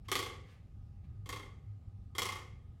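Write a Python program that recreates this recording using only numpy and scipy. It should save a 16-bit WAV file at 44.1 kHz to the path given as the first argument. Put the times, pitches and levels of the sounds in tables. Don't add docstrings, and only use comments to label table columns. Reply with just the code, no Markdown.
import sys
import numpy as np
from scipy import signal
from scipy.fft import rfft, irfft, next_fast_len
from scipy.io import wavfile
from scipy.ndimage import uniform_filter1d, map_coordinates

SR = 44100
rng = np.random.default_rng(int(sys.argv[2]) if len(sys.argv) > 2 else 0)


def unload_audio(sound):
    columns = np.transpose(np.atleast_2d(sound))
    steps = np.round(np.clip(columns, -1, 1) * 32767)
    wavfile.write(sys.argv[1], SR, steps.astype(np.int16))


N = 123479

SLIP_LEAD_S, SLIP_T60_S, SLIP_ATTACK_S = 0.033, 0.059, 0.00096
SLIP_RING_DB, SLIP_KNOCK_DB = -11, -10.5
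SWING_SHRINK = 0.97
CLICK_DB, CLATTER_DB, CLATTER_T60_S = 19.5, 2.5, 0.04
KNOCK_T60_S, KNOCK_FADE_SHARE = 0.064, 0.54
HOLD_S, SETTLE_DB_PER_S = 0.017, 134
# (first slap [s], ring [dB], crack [dB], knock [dB], finger slip [dB],
# first swing [s], ring fade [dB/s], crack fade [dB/s], hard rattle length [s])
FLICKS = [(0.1166, -28, -29.5, -41, -45.5, .0379, 53, 156, 0.15),
          (1.2912, -35, -41.5, -47.5, -53, .0357, 61.5, 179.5, 0.13),
          (2.1831, -29, -32.5, -45, -48, .0366, 31.5, 111.5, 0.16)]
def twang(start, ring_db, crack_db, knock_db, slip_db, swing, ring_fade, crack_fade, rattle):
    rings, contact, push = np.zeros((3, N))
    t = np.arange(SR // 6) / SR
    slip = start - SLIP_LEAD_S
    add(contact, slip, amp(slip_db) * burst(t, SLIP_T60_S) * (1 - np.exp(-t / SLIP_ATTACK_S)))
    add(rings, slip, amp(ring_db + SLIP_RING_DB) * ruler_ring(t))
    add(push, slip, amp(knock_db + SLIP_KNOCK_DB) * burst(t, KNOCK_T60_S))
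    for k in range(12):
        age = swing * np.sum(SWING_SHRINK ** np.arange(k))
        settled_db = SETTLE_DB_PER_S * max(age - rattle, 0)
        fading_s = max(age - HOLD_S, 0)
        slap = amp(CLATTER_DB) * burst(t, CLATTER_T60_S)
        slap[0] = amp(CLICK_DB)
        add(contact, start + age, amp(crack_db - crack_fade * fading_s - settled_db) * slap)
        add(rings, start + age, amp(ring_db - ring_fade * fading_s - settled_db) * ruler_ring(t, age))
        push_db = knock_db - KNOCK_FADE_SHARE * crack_fade * fading_s - settled_db
        add(push, start + age, amp(push_db) * burst(t, KNOCK_T60_S))
    impacts = crack(contact) + table_knock(push)
    return classroom(impacts) + classroom(rings, echo_db=-18, room_db=-8)


RING_ATTACK_S, MELLOW_DB_PER_OCTAVE_S, MELLOW_FROM_HZ = 0.0037, 11, 920
# (frequency [Hz], level [dB], t60 [s])
RULER_MODES = [(778.3, -18, .11), (870.4, -18, 0.14), (1109.3, 0.5, 0.045), (1073, -11, 0.062),
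               (1234, -7.5, 0.052), (1451, -21, 0.094), (1810, -8.5, 0.037), (1972, -10.5, 0.055),
               (2118, 1, 0.036), (2960, -21, 0.038), (3246, -1, .032), (4590, -15, 0.056)]
def ruler_ring(t, age=0, scatter_db=2.3, detune=0.0066):
    hz, db, t60 = np.transpose(RULER_MODES)[:, :, None]
    size, pitch = rng.standard_normal((2, len(hz), 1))
    mellow_db = MELLOW_DB_PER_OCTAVE_S * age * np.maximum(np.log2(hz / MELLOW_FROM_HZ), 0)
    envelopes = amp(db + scatter_db * size - mellow_db) * decay(t, t60)
    partials = envelopes * np.sin(2 * np.pi * hz * (1 + detune * pitch) * t)
    return partials.sum(0) * (1 - np.exp(-(t / RING_ATTACK_S) ** 2))


# (frequency [Hz], level [dB])
CRACK_SPECTRUM = [(150, -17.5), (270, -2), (360, -8.5), (510, 0), (600, -12), (700, -7.5), (860, -11),
                  (1200, 2.5), (1560, -9.5), (2100, -1), (2650, -7), (3300, 2), (4000, -6.5), (5500, -7.5),
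                  (9500, -14), (11500, -13.5), (16000, -24.5)]
def crack(contact):
    return signal.fftconvolve(contact, click(CRACK_SPECTRUM))[:N]


# (frequency [Hz], level [dB])
KNOCK_SPECTRUM = [(150, -38), (260, -12), (380, -1.5), (450, -5.5), (530, -8), (620, -23), (1000, -55.5),
                  (4000, -66.5)]
def table_knock(push):
    return signal.fftconvolve(push, click(KNOCK_SPECTRUM))[:N]


# (time [s], length [s], level [dB])
HAND_MOVES = [(0.039, .036, -71.5), (0.416, 0.18, -69.5), (1.028, 0.036, -78)]
# (frequency [Hz], level [dB])
RUB_SPECTRUM = [(300, -15), (1200, -4), (2400, -1), (4500, -12.5), (9000, -21), (15000, -28)]
def handling():
    level = np.zeros(N)
    for start, length, db in HAND_MOVES:
        add(level, start, amp(db) * np.hanning(int(length * SR)))
    return level * noise(RUB_SPECTRUM)


ECHO_S, ROOM_BUILD_S = 0.0105, 0.0027
# (frequency [Hz], t60 [s])
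ROOM_DECAY = [(200, 0.66), (500, .72), (1100, 0.47), (2100, 0.6), (3500, 0.45), (7000, .44), (15000, 0.25)]
def classroom(x, echo_db=-4.5, room_db=-2):
    hz, t, bands = signal.stft(rng.standard_normal(SR), SR, nperseg=256)
    envelopes = decay(t, along(ROOM_DECAY, hz)[:, None]) * (1 - np.exp(-t / ROOM_BUILD_S))
    tail = signal.istft(bands * envelopes, SR, nperseg=256)[1]
    response = amp(room_db) * tail / np.linalg.norm(tail)
    response[0] += 1
    response[round(ECHO_S * SR)] += amp(echo_db)
    return signal.fftconvolve(x, response)[:N]


DUCT_DB, HUM_HZ, HUM_DB, HUM_WAVER_DB = -51, 102.3, -58.5, -5.5
# (frequency [Hz], level [dB])
DUCT_SPECTRUM = [(20, -23), (32, -8.5), (48, -6), (85, -2.5), (115, -5.5), (160, -14.5), (250, -23),
                 (400, -34.5), (640, -40.5), (760, -39.5), (805, -32.5), (860, -46.5), (980, -46.5),
                 (1180, -45.5), (1245, -34), (1320, -48.5), (1600, -50), (4000, -56), (9000, -64),
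                 (16000, -71.5)]
def ventilation(waver_hz=7):
    t = np.arange(N) / SR
    waver = map_coordinates(rng.standard_normal(256), [t * waver_hz], mode="wrap")
    hum = np.sqrt(2) * np.sin(2 * np.pi * HUM_HZ * t) * amp(HUM_DB + HUM_WAVER_DB * waver)
    return amp(DUCT_DB) * noise(DUCT_SPECTRUM) + hum


def amp(db):
    return 10 ** (np.asarray(db) / 20)


def unit(x):
    return x / np.sqrt(np.mean(x ** 2) + 1e-20)


def along(points, hz):
    f, v = np.transpose(points)
    return np.interp(np.log(hz + 1), np.log(f + 1), v)


def noise(spectrum, patchy_db=1.5):
    bands = signal.stft(rng.standard_normal(N), nperseg=512)[2]
    patches = uniform_filter1d(rng.standard_normal(bands.shape), size=6, axis=0)
    patches = uniform_filter1d(patches, size=16, axis=1)
    patchy = signal.istft(bands * amp(patchy_db * unit(patches)), nperseg=512)[1][:N]
    size = next_fast_len(N + SR // 2)
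    colour = amp(along(spectrum, np.fft.rfftfreq(size, 1 / SR)))
    return unit(irfft(rfft(patchy, size) * colour, size)[:N])


def click(spectrum, size=2048):
    cepstrum = irfft(np.log(amp(along(spectrum, np.fft.rfftfreq(size, 1 / SR)))))
    cepstrum[1:size // 2] *= 2
    cepstrum[size // 2 + 1:] = 0
    pulse = irfft(np.exp(rfft(cepstrum)))
    return pulse / np.linalg.norm(pulse)


def decay(t, t60):
    return np.exp(-np.log(1000) * t / t60)


def burst(t, t60):
    return rng.standard_normal(len(t)) * decay(t, t60)


def add(track, start, sound):
    part = track[max(round(start * SR), 0):][:len(sound)]
    part += sound[:len(part)]


def scene():
    room_tone = ventilation()
    twangs = sum(twang(*flick) for flick in FLICKS)
    return (room_tone + twangs + classroom(handling()))[None]


def record(dry, top_hz=16100):
    return signal.sosfilt(signal.cheby1(14, 0.2, top_hz, fs=SR, output="sos"), dry)


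dry = scene()
out = record(dry)
unload_audio(out)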